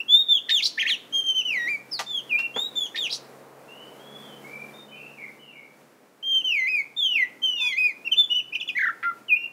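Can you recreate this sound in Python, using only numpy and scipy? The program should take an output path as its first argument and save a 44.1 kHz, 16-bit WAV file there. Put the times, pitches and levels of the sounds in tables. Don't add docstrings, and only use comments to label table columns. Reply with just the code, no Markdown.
import sys
import numpy as np
from scipy import signal
from scipy.fft import rfft, irfft, next_fast_len
from scipy.io import wavfile
from scipy.ndimage import uniform_filter1d

SR = 44100
rng = np.random.default_rng(int(sys.argv[2]) if len(sys.argv) > 2 else 0)


def output_pcm(signal):
    pcm = np.clip(np.atleast_2d(signal).T, -1, 1) * 32767
    wavfile.write(sys.argv[1], SR, np.round(pcm).astype(np.int16))


N = 419832
TIME = np.arange(N) / SR

# start in seconds, length in seconds, first, middle and
# last pitch in Hz, relative level in dB, place of the crest (0-1), swell up to the crest in dB.
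SECOND_VOICE_NOTES = [ (.881, .072, 4750, 3380, 2800, -21, .46, 17),
                      (7.568, .162, 3680, 3470, 3270, -26.5, .4, 20),
                      (9.028, .088, 1990, 2060, 2000, -36.5, .15, 2), ]


def caged_bird(coupling=4.0, overdrive=10, voice_db=3, beak_hz=9950, beak_db=6, lowest_hz=900):
    one = sing(song())
    other = sing([arch(*row) for row in SECOND_VOICE_NOTES])
    mixed = coupling * one * other * (1 + overdrive * (one + other))
    mixed = signal.sosfilt(signal.butter(6, lowest_hz, "highpass", fs=SR, output="sos"), mixed)
    voice = gain_of(voice_db) * (one + other + mixed + cracks())
    resonance = signal.lfilter(*signal.iirpeak(beak_hz, 20, fs=SR), voice)
    return voice + gain_of(beak_db) * resonance


# time in seconds, pitch in Hz, relative level in dB.
GLIDE_PATHS = [
    [(6.965, 3490, -36), (6.977, 3673, -27), (6.991, 3621, -24), (7.071, 3080, -20), (7.089, 3036, -28),
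     (7.127, 2907, -22), (7.139, 2817, -30), (7.157, 2704, -20), (7.187, 2188, -23), (7.233, 1981, -19),
     (7.25, 1902, -39)],
    [(7.419, 3116, -40), (7.439, 3146, -20), (7.583, 2819, -32), (7.621, 2518, -27), (7.675, 2450, -26),
     (7.707, 2235, -35), (7.735, 2040, -25), (7.763, 2100, -34), (7.787, 2533, -19), (7.875, 2440, -22),
     (7.92, 2010, -40)],
]


def song():
    kinds = [(arch, ARCHED_NOTES), (slur, SLUR_NOTES), (scoop, SCOOP_NOTES), (chirp, CHIRP_NOTES),
             (chip, CHIP_NOTES), (squeak, SQUEAK_NOTES), (trill, [TRILL_NOTE])]
    shaped = [shape(*row) for shape, table in kinds for row in table]
    return shaped + list(GLIDE_PATHS)


# start in seconds, length in seconds, first, middle and last pitch in Hz,
# relative level in dB, place of the crest (0-1), swell up to the crest in dB.
ARCHED_NOTES = [ (0, .012, 2750, 2800, 2900, -24, .2, 3), (.082, .141, 3330, 3580, 3740, -12.5, .36, 21),
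                (.285, .1, 3660, 3480, 3120, -15.3, .33, 10), (.487, .026, 2150, 1780, 2550, -27, .6, 11),
                (.508, .102, 3720, 3440, 2420, -17.2, .2, 5), (1.125, .104, 3230, 3200, 3150, -20, .37, 17),
                (1.24, .093, 3220, 3140, 3060, -20.3, .75, 14),
                (1.345, .075, 3090, 3080, 2880, -19.7, .5, 12),
                (1.911, .069, 5700, 4630, 4200, -28, .26, 21),
                (2.064, .138, 3640, 3450, 3100, -27.2, .85, 14),
                (2.54, .15, 3210, 3690, 3830, -26.8, .3, 19),
                (2.754, .114, 3630, 3440, 3200, -25.7, .25, 13),
                (2.945, .026, 2300, 1850, 2950, -32.5, .8, 7),
                (2.975, .102, 3800, 3370, 2400, -28.5, .85, 1),
                (6.228, .19, 3170, 3170, 3060, -19.8, .72, 15),
                (8.045, .041, 2720, 2790, 2580, -24.3, .75, 23),
                (8.113, .031, 3250, 3100, 2850, -15.5, .4, 26),
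                (8.162, .092, 3530, 3535, 3430, -16, .33, 23),
                (8.299, .045, 2920, 2930, 2850, -19.2, .52, 13),
                (8.343, .061, 2900, 2990, 2850, -18.7, .52, 11),
                (9.03, .086, 1390, 1392, 1345, -25.5, .55, 9), ]
PROGRESS = np.linspace(0, 1, 200)
FADE_DB = 12
HOOK_SHARE, HOOK_S = .045, .006
DROP_SHARE, DROP_S = .09, .005


def arch(start, length, first_hz, middle_hz, last_hz, db, crest, swell_db):
    t = length * PROGRESS
    parabola = np.polyfit([0, .5, 1], [first_hz, middle_hz, last_hz], deg=2)
    hz = np.polyval(parabola, PROGRESS)
    falling = last_hz < .97 * middle_hz
    hz = hz * (1 - DROP_SHARE * falling * np.exp((t - length) / DROP_S))
    hz = hz * (1 - HOOK_SHARE * np.exp(-t / HOOK_S))
    crest = np.clip(crest, .05, .95)
    curve_db = np.where(PROGRESS < crest, swell_db / crest ** 2, FADE_DB / (1 - crest) ** 2)
    return np.column_stack([start + t, hz, db - curve_db * (PROGRESS - crest) ** 2])


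# start in seconds, length in seconds, top, dip, rebound and last pitch in Hz,
# relative level in dB.
SLUR_NOTES = [(1.448, .318, 3030, 1900, 2420, 2230, -26), (6.442, .376, 3110, 2040, 2570, 2100, -23.5)]
SLUR_FALL_SHARE, SLUR_TURN_S, REBOUND_S = .49, .218, .034
SAG_POWER = 2.5


def slur(start, length, top_hz, dip_hz, rebound_hz, last_hz, db):
    t = length * PROGRESS
    sag = np.clip((t - SLUR_TURN_S) / (length - SLUR_TURN_S), 0, 1) ** SAG_POWER
    hz = top_hz + (dip_hz - top_hz) * ease(PROGRESS / SLUR_FALL_SHARE)
    hz = hz + (rebound_hz - dip_hz) * ease((t - SLUR_TURN_S) / REBOUND_S)
    hz = hz + (last_hz - rebound_hz) * sag
    return np.column_stack([start + t, hz, db + held(t)])


# start in seconds, length in seconds, top, dip and held pitch in Hz,
# relative level of the dip and of the held note in dB, middle of the rise in seconds from the start.
SCOOP_NOTES = [(2.293, .165, 3000, 2390, 2750, -20, -25, .082),
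               (9.283, .172, 3080, 2430, 2770, -16, -25, .073)]
SCOOP_FALL_S, SCOOP_RISE_S, SCOOP_SWELL_DB, SCOOP_GAP_DB = .05, .035, 22, 7


def scoop(start, length, top_hz, dip_hz, held_hz, dip_db, held_db, rise_at_s):
    t = length * PROGRESS
    high = np.maximum(1 - t / SCOOP_FALL_S, 0) ** 2
    risen = ease((t - rise_at_s) / SCOOP_RISE_S + .5)
    hz = dip_hz + (top_hz - dip_hz) * high + (held_hz - dip_hz) * risen
    db = dip_db + (held_db - dip_db) * risen
    db = db - SCOOP_SWELL_DB * high - SCOOP_GAP_DB * np.sin(np.pi * risen)
    return np.column_stack([start + t, hz, db])


# peak time in seconds, rise and fall in seconds, peak and foot pitch in Hz,
# relative level in dB.
CHIRP_NOTES = [ (.806, .03, .036, 3300, 1760, -23.5), (.884, .034, .028, 3320, 1800, -25),
               (8.541, .018, .008, 2750, 2400, -30), ]
CHIRP_POINT = 1.6


def chirp(peak_s, rise_s, fall_s, peak_hz, foot_hz, db):
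    t = (rise_s + fall_s) * PROGRESS
    height = ease(np.interp(t, [0, rise_s, t[-1]], [0, 1, 0])) ** CHIRP_POINT
    hz = foot_hz + (peak_hz - foot_hz) * height
    return np.column_stack([peak_s - rise_s + t, hz, db + held(t)])


# start in seconds, length in seconds, time to the snap in seconds, top and foot pitch
# in Hz, relative level in dB.
CHIP_NOTES = [ (8.549, .015, .007, 3250, 2400, -26), (8.6, .019, .0115, 3620, 2500, -29),
              (8.624, .008, .007, 3150, 2800, -31), (8.677, .028, .0135, 3580, 2480, -26.5), ]
SNAP_S, SNAP_DB, SNAP_THIN_DB = .005, 5.5, 4


def chip(start, length, snap_s, top_hz, foot_hz, db):
    t = length * PROGRESS
    height = (1 - np.tanh((t - snap_s) / SNAP_S)) / 2
    flare = (4 * height * (1 - height)) ** 2
    hz = (foot_hz + (top_hz - foot_hz) * height) * (1 - HOOK_SHARE * np.exp(-t / HOOK_S))
    return np.column_stack([start + t, hz, db + SNAP_DB * flare - SNAP_THIN_DB * height])


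# start in seconds, relative level in dB.
SQUEAK_NOTES = [(.623, -17), (3.095, -27)]
SQUEAK_RISE_S, SQUEAK_BREAK_S, SQUEAK_TAIL_S = .03, .003, .015
SQUEAK_FOOT_HZ, SQUEAK_TOP_HZ, SQUEAK_BREAK_HZ, SQUEAK_END_HZ = 3000, 5800, 3900, 4700
SQUEAK_THIN_DB, SQUEAK_FADE_DB = 11, 14


def squeak(start, db):
    turns = np.cumsum([0, SQUEAK_RISE_S, SQUEAK_BREAK_S, SQUEAK_TAIL_S])
    t = turns[-1] * PROGRESS
    hz = np.interp(t, turns, [SQUEAK_FOOT_HZ, SQUEAK_TOP_HZ, SQUEAK_BREAK_HZ, SQUEAK_END_HZ])
    drop_db = np.interp(t, turns, [0, SQUEAK_THIN_DB, 0, SQUEAK_FADE_DB])
    drop_db = drop_db + SOFT_DB * np.maximum(1 - t / ATTACK_S, 0)
    return np.column_stack([start + t, hz, db - drop_db])


# start in seconds, length in seconds, first and last pitch in Hz,
# relative level in dB, first crest in seconds.
TRILL_NOTE = (8.75, .16, 2130, 1480, -24, 8.78)
TRILL_RATE_HZ, TRILL_OCTAVES, TRILL_THROB_DB = 31.3, .23, 1.5
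TRILL_LEAD_DB = 5


def trill(start, length, first_hz, last_hz, db, crest_s):
    t = length * PROGRESS
    lead_in = np.maximum(1 - t / (crest_s - start), 0)
    slide = 1.6 * (1 - lead_in) ** 2 - .6
    warble = np.cos(2 * np.pi * TRILL_RATE_HZ * (start + t - crest_s))
    swing = np.where(lead_in > 0, slide, warble)
    hz = first_hz * (last_hz / first_hz) ** PROGRESS * 2 ** (TRILL_OCTAVES * swing)
    db = db + held(t) + TRILL_THROB_DB * swing - TRILL_LEAD_DB * lead_in
    return np.column_stack([start + t, hz, db])


ATTACK_S, RELEASE_S, SOFT_DB = .007, .012, 11


def held(t):
    gate = np.minimum(t / ATTACK_S, (t[-1] - t) / RELEASE_S)
    return SOFT_DB * (np.minimum(gate, 1) - 1)


def sing(notes, warble=0.0032):
    out = np.zeros(N)
    for rows in notes:
        add(out, *whistle(rows, warble))
    return out


# time in seconds, force in dB.
SYRINX_FORCE = [(.42, -6), (.495, 6), (.93, 3), (2.15, 3), (2.42, -24), (2.6, 11), (3.13, 6), (6.25, -9),
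                (6.63, 1), (7.3, -7), (7.7, 5), (8.2, -6), (8.6, 1), (8.82, -5), (9.3, -22)]
# time in seconds, added force in dB.
VOICE_ROUGHNESS = [(8.3, 0), (8.52, -6)]
# multiple of the pitch, relative level in dB.
SYRINX_OVERTONES = [(2, -26), (3, -34), (4, -38)]
# frequency in Hz, gain in dB.
BEAK_RESPONSE = [(3600, 5), (4500, -4), (6400, 4), (7200, -3), (7900, -17), (9500, -3), (10500, -17),
                 (14200, -1)]


def whistle(rows, warble, sweep_jitter=0.016, fast_octaves_per_s=32, rasp_db=-18.5, steady_rasp=0.04,
            shake_db=1.8, flicker_db=3, edge_s=.005):
    s, pitch, level = np.transpose(rows)
    t = np.arange(s[0] - edge_s / 2, s[-1] + edge_s, 1 / SR)
    size = len(t)
    hz = uniform_filter1d(np.interp(t, s, pitch), size=90, mode="nearest")
    force = gain_of(np.interp(t, *np.transpose(SYRINX_FORCE)))
    rough = force * gain_of(np.interp(t, *np.transpose(VOICE_ROUGHNESS)))

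    octaves_per_s = abs(np.gradient(np.log2(hz))) * SR
    strain = np.minimum(octaves_per_s / fast_octaves_per_s, 1) ** 2
    tremble = warble * wander(size, rate_hz=160)
    tremble = tremble + rough * sweep_jitter * strain * wander(size, rate_hz=400)
    level = np.interp(t, s, level) + shake_db * np.sqrt(strain) * wander(size, rate_hz=250)
    phase = 2 * np.pi * np.cumsum(hz * (1 + tremble)) / SR

    overtones = 0
    for k, db in SYRINX_OVERTONES:
        gain = gain_of(db + read(BEAK_RESPONSE, k * hz) + flicker_db * wander(size, rate_hz=130))
        overtones = overtones + gain * np.sin(k * phase) * (k * hz < SR / 2)
    rasp = gain_of(rasp_db) * (steady_rasp + strain) * hoarse(size, hz.mean())
    gate = ease(np.minimum(t - t[0], t[-1] - t) / edge_s)
    return t[0], gate * gain_of(level) * (np.sin(phase) + force * overtones + rough * rasp)


# multiple of the pitch, relative level in dB.
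RASP_SPECTRUM = [(.3, -55), (.9, 0), (1.2, -5), (1.6, -19), (4, -48)]


def hoarse(size, centre_hz):
    return noise(size, [(k * centre_hz, db) for k, db in RASP_SPECTRUM])


# start in seconds, length in seconds, centre in Hz,
# relative level in dB.
VOICE_CRACKS = [(.492, .026, 3500, -26), (.655, .02, 4700, -23), (2.957, .026, 3700, -34),
                (3.125, .035, 4700, -32), (9.028, .032, 1850, -35)]


def cracks(rise_s=.002, fade_db=7):
    out = np.zeros(N)
    for start, length, centre_hz, db in VOICE_CRACKS:
        t = np.arange(0, length, 1 / SR)
        gate = ease(np.minimum(t, length - t) / rise_s)
        level = gain_of(db - fade_db * t / length)
        add(out, start, gate * level * hoarse(len(t), centre_hz))
    return out


# start in seconds, relative level in dB, decay constant in seconds,
# treble tilt in dB per octave.
WING_BEATS = [(1.99, -22.5, 0.0072, 6.5), (2.001, -27, 0.0055, 0.5), (2.387, -36.5, 0.0071, 5.5),
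              (2.56, -25.5, 0.007, -3)]
# frequency in Hz, relative level in dB.
WING_SPECTRUM = [(45, -47), (370, 2), (1000, 7), (2000, -3.5), (5000, -13.5), (15000, -46.5)]


def wings(rise_s=0.0034):
    out, t = np.zeros(N), np.arange(SR // 4) / SR
    for s, db, decay, tilt_db in WING_BEATS:
        blow = np.minimum(t / rise_s, 1) * np.exp(-t / decay) * (1 + t / decay)
        add(out, s, gain_of(db) * blow * noise(len(t), WING_SPECTRUM, tilt_db))
    return out


# time in seconds, gain in dB.
SCATTER_TURNED_AWAY = [(1.7, 0), (2.6, 4), (3.2, 5), (6, 0)]
# delay in seconds, amplitude share.
CLOSE_ECHOES = [(.0045, 0.14), (.0085, .14)]


def porch(x, near_db=-10, late_db=-19, beamed=.4, beam_hz=5200):
    highpass = signal.butter(2, beam_hz, "highpass", fs=SR, output="sos")
    treble = beamed * signal.sosfiltfilt(highpass, x)
    scattered = (x + 2 * treble) * gain_of(np.interp(TIME, *np.transpose(SCATTER_TURNED_AWAY)))
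    near = gain_of(near_db) * tail(scattered, t60=.11, gap_s=.005)
    late = gain_of(late_db) * tail(x, t60=0.42, gap_s=0.029)
    out = x - treble + near + late
    for delay, share in CLOSE_ECHOES:
        add(out, delay, share * x)
    return out


# start in seconds, length in seconds, first, middle and last pitch
# in Hz, relative level in dB, warble as a share of the pitch.
DISTANT_NOTES = [ (3.68, .22, 2700, 2950, 3000, -44.5, .012), (3.99, .29, 3220, 3380, 3410, -46.5, .012),
                 (4.22, .16, 3270, 3100, 3000, -47.5, .015), (4.44, .2, 2170, 2340, 2360, -39, .01),
                 (4.735, .08, 3700, 3660, 3660, -44.5, .005), (4.88, .09, 3030, 3020, 3020, -46, .004),
                 (4.915, .21, 2420, 2620, 2720, -43, .035), (5.175, .085, 2500, 2220, 2150, -36, .035),
                 (5.39, .14, 3050, 2880, 2650, -46, .022), (5.525, .135, 2420, 2260, 2230, -44.5, .025), ]


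def distant_bird(far_db=1.3, crest=.52, swell_db=5):
    notes = np.zeros(N)
    for *note, warble in DISTANT_NOTES:
        notes += sing([arch(*note, crest, swell_db)], warble)
    notes = signal.sosfilt(signal.butter(10, 3900, fs=SR, output="sos"), notes)
    return gain_of(far_db) * (notes / 2 + tail(notes, t60=.45, gap_s=.002))


# time in seconds, traffic level in dB, engine firing rate in Hz,
# engine level before the boom in dB, exhaust level in dB.
STREET_COURSE = [(0, -54, 62, -78, -66), (2.098, -52, 65.24, -63, -60), (3.2, -51.5, 67.3, -64, -51),
                 (4.65, -51, 71.46, -57, -51), (6, -56.5, 72.1, -75.5, -66), (8.798, -55, 64.1, -70, -72)]
# multiple of the firing rate, relative level in dB.
ORDER_LEVELS = [(2, -2), (3, -11)]
# frequency in Hz, relative level in dB.
TRAFFIC_SPECTRUM = [(50, -43), (135, -14), (260, -3.5), (800, -11.5), (2300, -18.5), (3200, -25),
                    (15000, -31.5)]
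EXHAUST_SPECTRUM = [(200, -30), (445, 0), (1400, -14), (4000, -36)]


def street(swell_db=1.4, waver=0.0053, boom_hz=215, boom_db=9):
    s, *columns = np.transpose(STREET_COURSE)
    traffic_db, rate, engine_db, exhaust_db = (np.interp(TIME, s, c) for c in columns)
    phase = 2 * np.pi * np.cumsum(rate * (1 + waver * wander(N, rate_hz=10))) / SR
    drone = np.zeros(N)
    for k, db in ORDER_LEVELS:
        drone += gain_of(db + 2 * wander(N, rate_hz=4)) * np.sin(k * phase)
    drone = evened(drone)
    boom = signal.lfilter(*signal.iirpeak(boom_hz, 20, fs=SR), drone)
    engine = gain_of(engine_db) * (drone + gain_of(boom_db) * boom)
    wash = gain_of(traffic_db + swell_db * wander(N, rate_hz=5)) * noise(N, TRAFFIC_SPECTRUM)
    exhaust = gain_of(exhaust_db) * noise(N, EXHAUST_SPECTRUM)
    return wash + engine + exhaust


def tail(x, t60, gap_s):
    t = np.arange(SR) / SR
    taps = rng.standard_normal(SR) * gain_of(-60 * t / t60) * (t > gap_s)
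    return signal.fftconvolve(x, taps / np.linalg.norm(taps))[:N]


def noise(size, colour, tilt_db=0):
    hz = np.fft.rfftfreq(size, 1 / SR)
    db = read(colour, hz) + tilt_db * np.log2((hz + 1) / 10 ** 3)
    return evened(irfft(rfft(rng.standard_normal(size)) * gain_of(db), size))


def wander(size, rate_hz):
    padded = next_fast_len(size + SR // 16, True)
    hz = np.fft.rfftfreq(padded, 1 / SR)
    spectrum = rfft(rng.standard_normal(padded)) / (1 + (hz / rate_hz) ** 2) ** 2
    return evened(irfft(spectrum, padded))[:size]


def read(points, hz):
    f, value = np.transpose(points)
    return np.interp(np.log(hz + 1), np.log(f + 1), value)


def ease(u):
    return np.sin(np.pi / 2 * np.clip(u, 0, 1)) ** 2


def gain_of(db):
    return 10 ** (np.asarray(db) / 20)


def evened(x):
    return x / np.sqrt(np.mean(x ** 2) + 1e-20)


def add(mix, s, sound):
    part = mix[max(round(s * SR), 0):][:len(sound)]
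    part += sound[:len(part)]


def scene():
    cage = porch(caged_bird() + wings())
    return (cage + distant_bird() + street())[None]


def record(dry, image_db=-36, shift_hz=10500, edge_hz=15750):
    highpass = signal.butter(2, 2600, "highpass", fs=SR, output="sos")
    whistles = signal.hilbert(signal.sosfilt(highpass, dry))
    images = (whistles * gain_of(image_db) * np.exp(2j * np.pi * shift_hz * TIME)).real
    lowpass = signal.firwin(511, edge_hz, window=("kaiser", 9), fs=SR)
    return signal.oaconvolve(dry + images, lowpass[None], "same")


dry = scene()
out = record(dry)
output_pcm(out)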